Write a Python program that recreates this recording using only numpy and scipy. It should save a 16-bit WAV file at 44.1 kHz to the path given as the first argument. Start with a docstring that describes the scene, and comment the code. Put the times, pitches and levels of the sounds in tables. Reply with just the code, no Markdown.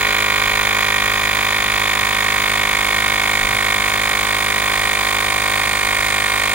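"""A small compressor pumps up a car tire

A hand-sized piston pump stands on concrete and makes about 51 strokes a second. Every turn of its crank
brings the same knocks (piston, valves, slack gears), a loose rattle, a gasp of air and faint chirps.
The motor slows a little as the pressure builds. The microphone drifts upward, so the tone slowly shifts.
Underneath are a faint hum and two soft puffs of wind."""
import sys
import numpy as np
from scipy import signal
from scipy.fft import rfft, irfft, next_fast_len
from scipy.io import wavfile
from scipy.ndimage import uniform_filter1d, map_coordinates

SR = 44100
rng = np.random.default_rng(int(sys.argv[2]) if len(sys.argv) > 2 else 0)


def store_wav(level_fs):
    """Save 16-bit WAV to argv[1]."""
    pcm = np.round(np.clip(np.atleast_2d(level_fs), -1, 1) * 32767)
    wavfile.write(sys.argv[1], SR, pcm.T.astype(np.int16))


N = 288404
TIME = np.arange(N) / SR
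FFT_SIZE = 2 * next_fast_len(N // 2 + 1)
FREQS = np.fft.rfftfreq(FFT_SIZE, 1 / SR)

# the knocks of one turn: (place in the turn [0-1], strength [dB], ring pitch [Hz], ring width [Hz])
KNOCKS = [(0.0757, -12.8, 460, 332), (0.2805, -6.5, 1237, 593), (0.321, -0.6, 2374, 262),
          (0.3464, -8.7, 3756, 558), (0.4334, 2.4, 2079, 223), (0.4512, -5.5, 3045, 548),
          (0.5517, -1.8, 2962, 396), (0.5558, -3.0, 1099, 584), (0.6426, -2.6, 1884, 896),
          (0.6917, -3.4, 3562, 483)]
# how well the housing gives off each harmonic: (multiple of the crank rate [count], level [dB])
HOUSING_LOW = [(1, -39.2), (2, -38.0), (3, -56.0), (4, -40.5), (5, -49.8), (6, -43.6), (7, -47.4),
               (8, -40.3), (9, -43.7), (10, -40.8), (11, -38.6), (12, -43.4), (13, -44.2), (14, -40.1),
               (15, -36.0), (16, -46.2), (17, -51.6), (18, -44.4), (19, -33.1), (20, -36.7), (21, -33.3),
               (22, -33.1), (23, -34.8), (24, -36.0), (25, -43.6), (26, -43.6), (27, -46.9), (28, -34.8),
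               (29, -38.2), (30, -38.4), (31, -37.5), (32, -46.0), (33, -41.4), (34, -44.1), (35, -36.3),
               (36, -29.2), (37, -31.0), (38, -37.5), (39, -45.0), (40, -40.7), (41, -38.3), (42, -29.3),
               (43, -28.9), (44, -30.8), (45, -42.8), (46, -31.3), (47, -29.5), (48, -37.0), (49, -42.1),
               (50, -39.4)]
# the same for the harmonics above those: (pitch [Hz], level [dB])
HOUSING_HIGH = [(2620, -40), (2850, -48.5), (3100, -40), (3450, -42), (3750, -39.5), (3950, -46.5),
                (4200, -48), (4600, -55), (5200, -62.5), (5700, -79)]
# each ringing tone of the housing beams toward one height:
# (pitch [Hz], width [Hz], height [0-1], spread in height [0-1], boost [dB])
HOUSING_BEAMS = [(480, 97, 0, .2, 2), (656, 48, 1, 0.3, 2), (1120, 130, 0.4, 0.11, 0), (1440, 60, 0, .2, 4),
                 (2140, 73, 0.53, 0.14, 1.5), (2430, 40, 0.27, 0.33, 2.5), (3100, 42, .25, 0.31, 2.5),
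                 (3510, 52, 0.5, 0.22, 6.5), (3970, 42, 0, 0.63, 4), (4400, 54, 0.9, .1, 9)]
# tone of the loose gears and housing: (pitch [Hz], level [dB])
RATTLE_TONE = [(50, -43.3), (150, -47.6), (350, -52.9), (600, -48.0), (800, -43.0), (900, -44.8),
               (1050, -37.6), (1300, -46.7), (1500, -42.0), (1700, -42.6), (1880, -35.7), (2050, -39.1),
               (2400, -39.7), (2800, -46.3), (4000, -43.9), (4700, -50.3)]
# tone of the air in the valves and vents: (pitch [Hz], level [dB])
HISS_TONE = [(4700, -45), (5700, -55.5), (6200, -51.5), (6600, -46), (7100, -46.5), (7700, -56),
             (9600, -51.5), (10700, -57), (11200, -45), (11700, -57), (12700, -58.5), (14300, -57),
             (15100, -53.5), (15600, -46.5)]
# air flow over one turn: (place in the turn [0-1], level [dB])
AIR_FLOW = [(.08, -11.5), (.19, -7), (.25, -3), (.42, -0.5), (.57, -4), (.65, -7.5), (.8, -5.5), (.92, -5)]
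# the piston seal chirps going up and down: (place in the turn [0-1], width [turns], level [dB])
SEAL_CHIRPS = [(.24, 0.12, -16), (.5, 0.043, -14.5), (.74, .045, -12.5)]
# wind on the microphone: (time [s], width [s], pitch [Hz], level [dB])
WIND_PUFFS = [(3.441, 0.02, 32, -25), (3.518, 0.064, 120, -36)]
# the microphone rises from the pump to the top of the wheel: (time [s], height [0-1])
MIC_RISE = [(0, 0), (1, 0.32), (2.5, 0.66), (5.4, 0.83), (6, 1)]
# balance of the two sides: (pitch [Hz], left minus right [dB])
STEREO_BALANCE = [(150, 2), (430, -2.5), (620, 9), (980, -9.5), (1250, -3.5), (1550, -7), (1900, -2.5),
                  (2500, -2.5), (3100, 6), (3650, 7.5), (4500, 2), (5600, -4.5), (6800, -19), (7900, -6),
                  (8500, -13.5), (10000, -4), (11900, -4.5), (13400, -16), (15500, -25.3)]
# how alike the two sides are: (pitch [Hz], likeness [0-1])
STEREO_LIKENESS = [(60, 0.99), (400, 1), (1000, 1), (2200, 1), (3500, 0.58), (6000, 0.25), (15000, 1)]
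# how far the left wave runs ahead of the right: (pitch [Hz], lead [radians])
LEFT_LEAD = [(60, 0.06), (300, 0.46), (700, 1), (1000, -0.4), (1500, -1.26), (2300, -1), (3100, -1.06),
             (4000, -2.5), (7000, -1.65), (15000, -1.5)]


def crank(start_turn=.8106, start_hz=51.4833, sag_hz_per_s2=.0097, wobble=0.000405):
    """Counts the crank's turns. It slows more and more as the pressure builds."""
    speed = (start_hz - sag_hz_per_s2 * TIME ** 2) * (1 + wobble * wander(N, size=2500))
    return start_turn + np.cumsum(speed) / SR


def knocks(turns, level_db=0.37, drift_db=1.26, force_db=0.1, slop_turns=0.00058, turn_samples=2048):
    """Ringing knocks repeat every turn and blur into a buzz; the housing sets each harmonic's level."""
    strokes, low = int(turns[-1]) + 2, len(HOUSING_LOW)
    harmonic = np.arange(1, 113)
    hz = harmonic * (turns[-1] - turns[0]) / TIME[-1]
    blows = sum(amp(db) * np.exp(-2j * np.pi * harmonic * place)
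                / (1 + 1j * (hz ** 2 - ring ** 2) / (hz * width)) for place, db, ring, width in KNOCKS)
    # low down, single housing tones set the level; higher up they overlap and the knocks' peaks remain
    strength = np.sqrt(smooth(abs(blows) ** 2, size=7))
    blows = blows / np.r_[abs(blows[:low]), strength[low:]]
    level = np.r_[np.transpose(HOUSING_LOW)[1], look_up(HOUSING_HIGH, hz[low:])]
    # tones swell and fade as the microphone moves through echoes off the ground and wheel
    stroke_times = np.interp(np.arange(strokes) + .5, turns, TIME)
    level = level + housing_beams(stroke_times, hz)
    level = level + drift_db * np.sqrt(hz / 1500) * wander((strokes, len(harmonic)), size=70)
    # no two strokes have quite the same force or timing
    force, lag = rng.standard_normal((2, strokes, 1))
    delay = np.exp(-2j * np.pi * harmonic * slop_turns * lag)
    direct = amp(level + level_db + force_db * force) * blows * delay
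    # only high tones scatter off the wheel
    scattered = direct * 1j * np.clip(hz / 5000, 0, 1) ** 2 * np.sign(wander(len(harmonic), size=7))
    # build one wave per stroke, then play through them at the crank's pace
    spectra = np.pad(stereo(direct, scattered, hz), ((0, 0), (0, 0), (1, 0)))
    waves = irfft(spectra, turn_samples) * turn_samples / np.sqrt(2)
    position = [np.maximum(turns - .5, 0), turns % 1 * turn_samples]
    return np.array([map_coordinates(side, position, order=1, mode="grid-wrap") for side in waves])


def housing_beams(times, hz, near_db=-.1, far_loss_db=0.9):
    """Level change in dB as the microphone draws away and passes through the housing's beams of sound."""
    height = mic_height(times)[:, None]
    beams = sum(db * bell(hz, ring, width) * bell(height, aim, spread)
                for ring, width, aim, spread, db in HOUSING_BEAMS)
    return near_db - far_loss_db * height + beams


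def rattle(pump, level_db=-1.2, follow=.42, flicker_db=.5):
    """Loose parts buzz at random; each pitch range swells with the knocks that shake it."""
    edges_hz = [0, 650, 1350, 2700, SR / 2]
    spectrum = rfft(pump.mean(0), FFT_SIZE)
    shaken = 0
    for low, high in zip(edges_hz, edges_hz[1:]):
        band = (FREQS >= low) & (FREQS < high)
        power = uniform_filter1d(irfft(spectrum * band)[:N] ** 2, size=70)
        shake = normalize(np.sqrt(abs(power)))
        swell = (1 - follow + follow * shake) * amp(flicker_db * wander(N, size=120))
        shaken = shaken + rfft(normalize(swell * rng.standard_normal((2, N))), FFT_SIZE) * band
    treble_cut = 1 / np.sqrt(1 + (FREQS / 4700) ** 30)
    bass_cut = (FREQS / np.hypot(FREQS, 42)) ** 2
    return shape_noise(irfft(shaken), amp(look_up(RATTLE_TONE, FREQS) + level_db) * treble_cut * bass_cut)


def air(turns, sputter_db=1.5):
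    """One hissing gasp of air a turn; the vents shape its tone."""
    flow_db = np.interp(turns, *np.transpose(AIR_FLOW), period=1) + sputter_db * wander(N, size=30)
    gasps = normalize(amp(flow_db) * rush(turns, repeat=0.4))
    treble_only = np.sqrt(1 - 1 / (1 + (FREQS / 4700) ** 30))
    return shape_noise(gasps, amp(look_up(HISS_TONE, FREQS)) * treble_only)


def seal(turns, ring_hz=8560, width_hz=760, level_db=-55.5, beam_db=12):
    """The piston seal rubs in bursts and rings at one high pitch, louder as the microphone nears its beam."""
    rub = sum(amp(db) * bell(turns % 1, place, width) for place, width, db in SEAL_CHIRPS)
    beam = amp(beam_db * bell(mic_height(TIME), centre=0.97, width=0.29))
    bursts = normalize(rub * rush(turns, repeat=0.09)) * beam
    return shape_noise(bursts, amp(level_db) / (1 + 2j * (FREQS - ring_hz) / width_hz) ** 2)


def rush(turns, repeat, points=860):
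    """The noise of swirling air; the share `repeat` is the same on every stroke."""
    loop = signal.resample(rng.standard_normal((2, points)), 8 * points, axis=1)
    repeated = loop[:, (turns % 1 * loop.shape[1]).astype(int)]
    return np.sqrt(repeat) * normalize(repeated) + np.sqrt(1 - repeat) * rng.standard_normal((2, N))


def low_hum(turns, level_db=-47, cycles_per_turn=.725, waver_db=6.0):
    """A faint, wavering hum pitched below the stroke rate."""
    loudness = amp(level_db + waver_db * wander(N, size=9000))
    return loudness * np.sqrt(2) * np.sin(2 * np.pi * cycles_per_turn * turns)


def wind():
    """Soft, low bumps of air on the microphone."""
    return sum(amp(db) * bell(TIME, when, width) * np.cos(2 * np.pi * hz * (TIME - when))
               for when, width, hz, db in WIND_PUFFS)


def mic_height(times):
    """How high the microphone is, from 0 to 1."""
    return np.interp(times, *np.transpose(MIC_RISE))


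def stereo(direct, scattered, hz):
    """Left and right spectra: both share the direct sound, but scattered sound differs between them."""
    likeness = look_up(STEREO_LIKENESS, hz)
    shared = np.sqrt((1 + likeness) / 2) * direct
    apart = np.sqrt((1 - likeness) / 2) * scattered
    balance = amp(look_up(STEREO_BALANCE, hz))
    lead = np.exp(.5j * look_up(LEFT_LEAD, hz))
    sides = np.array([(shared + apart) * balance * lead, (shared - apart) / lead])
    return sides * np.sqrt(2 / (1 + balance ** 2))


def shape_noise(pair, gain):
    """Gives two noises a tone (gain per 50 Hz band) and spreads them left and right."""
    direct, scattered = rfft(pair, FFT_SIZE) * gain * np.sqrt(SR / 100)
    return irfft(stereo(direct, scattered, FREQS))[:, :N]


def amp(db):
    """Turns decibels into a gain."""
    return 10 ** (np.asarray(db) / 20)


def normalize(x):
    """Scales a signal to an average power of 1."""
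    return x / np.sqrt(np.mean(abs(x) ** 2) + 1e-20)


def look_up(table, hz):
    """Reads between a table's rows, with pitch on a log scale."""
    pitches, values = np.transpose(table)
    return np.interp(np.log(hz + 1), np.log(pitches + 1), values)


def smooth(x, size):
    """Averages twice over `size` neighbours along the first axis."""
    return uniform_filter1d(uniform_filter1d(x, size, 0), size, 0)


def wander(shape, size):
    """A smooth random drift; a larger size makes it slower."""
    return normalize(smooth(rng.standard_normal(shape), size))


def bell(x, centre, width):
    """A smooth bump of height 1."""
    return np.exp(-.5 * ((x - centre) / width) ** 2)


def scene():
    """One crank drives all the pump's sounds; wind is added to them."""
    turns = crank()
    pump = knocks(turns)
    return pump + rattle(pump) + air(turns) + seal(turns) + low_hum(turns) + wind()


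def record(dry, cutoff_hz=15800):
    """Cuts off the very highest treble."""
    low_pass = signal.firwin(801, cutoff_hz, window=("kaiser", 9), fs=SR)
    return signal.oaconvolve(dry, low_pass[None], "same")


dry = scene()
out = record(dry)
store_wav(out)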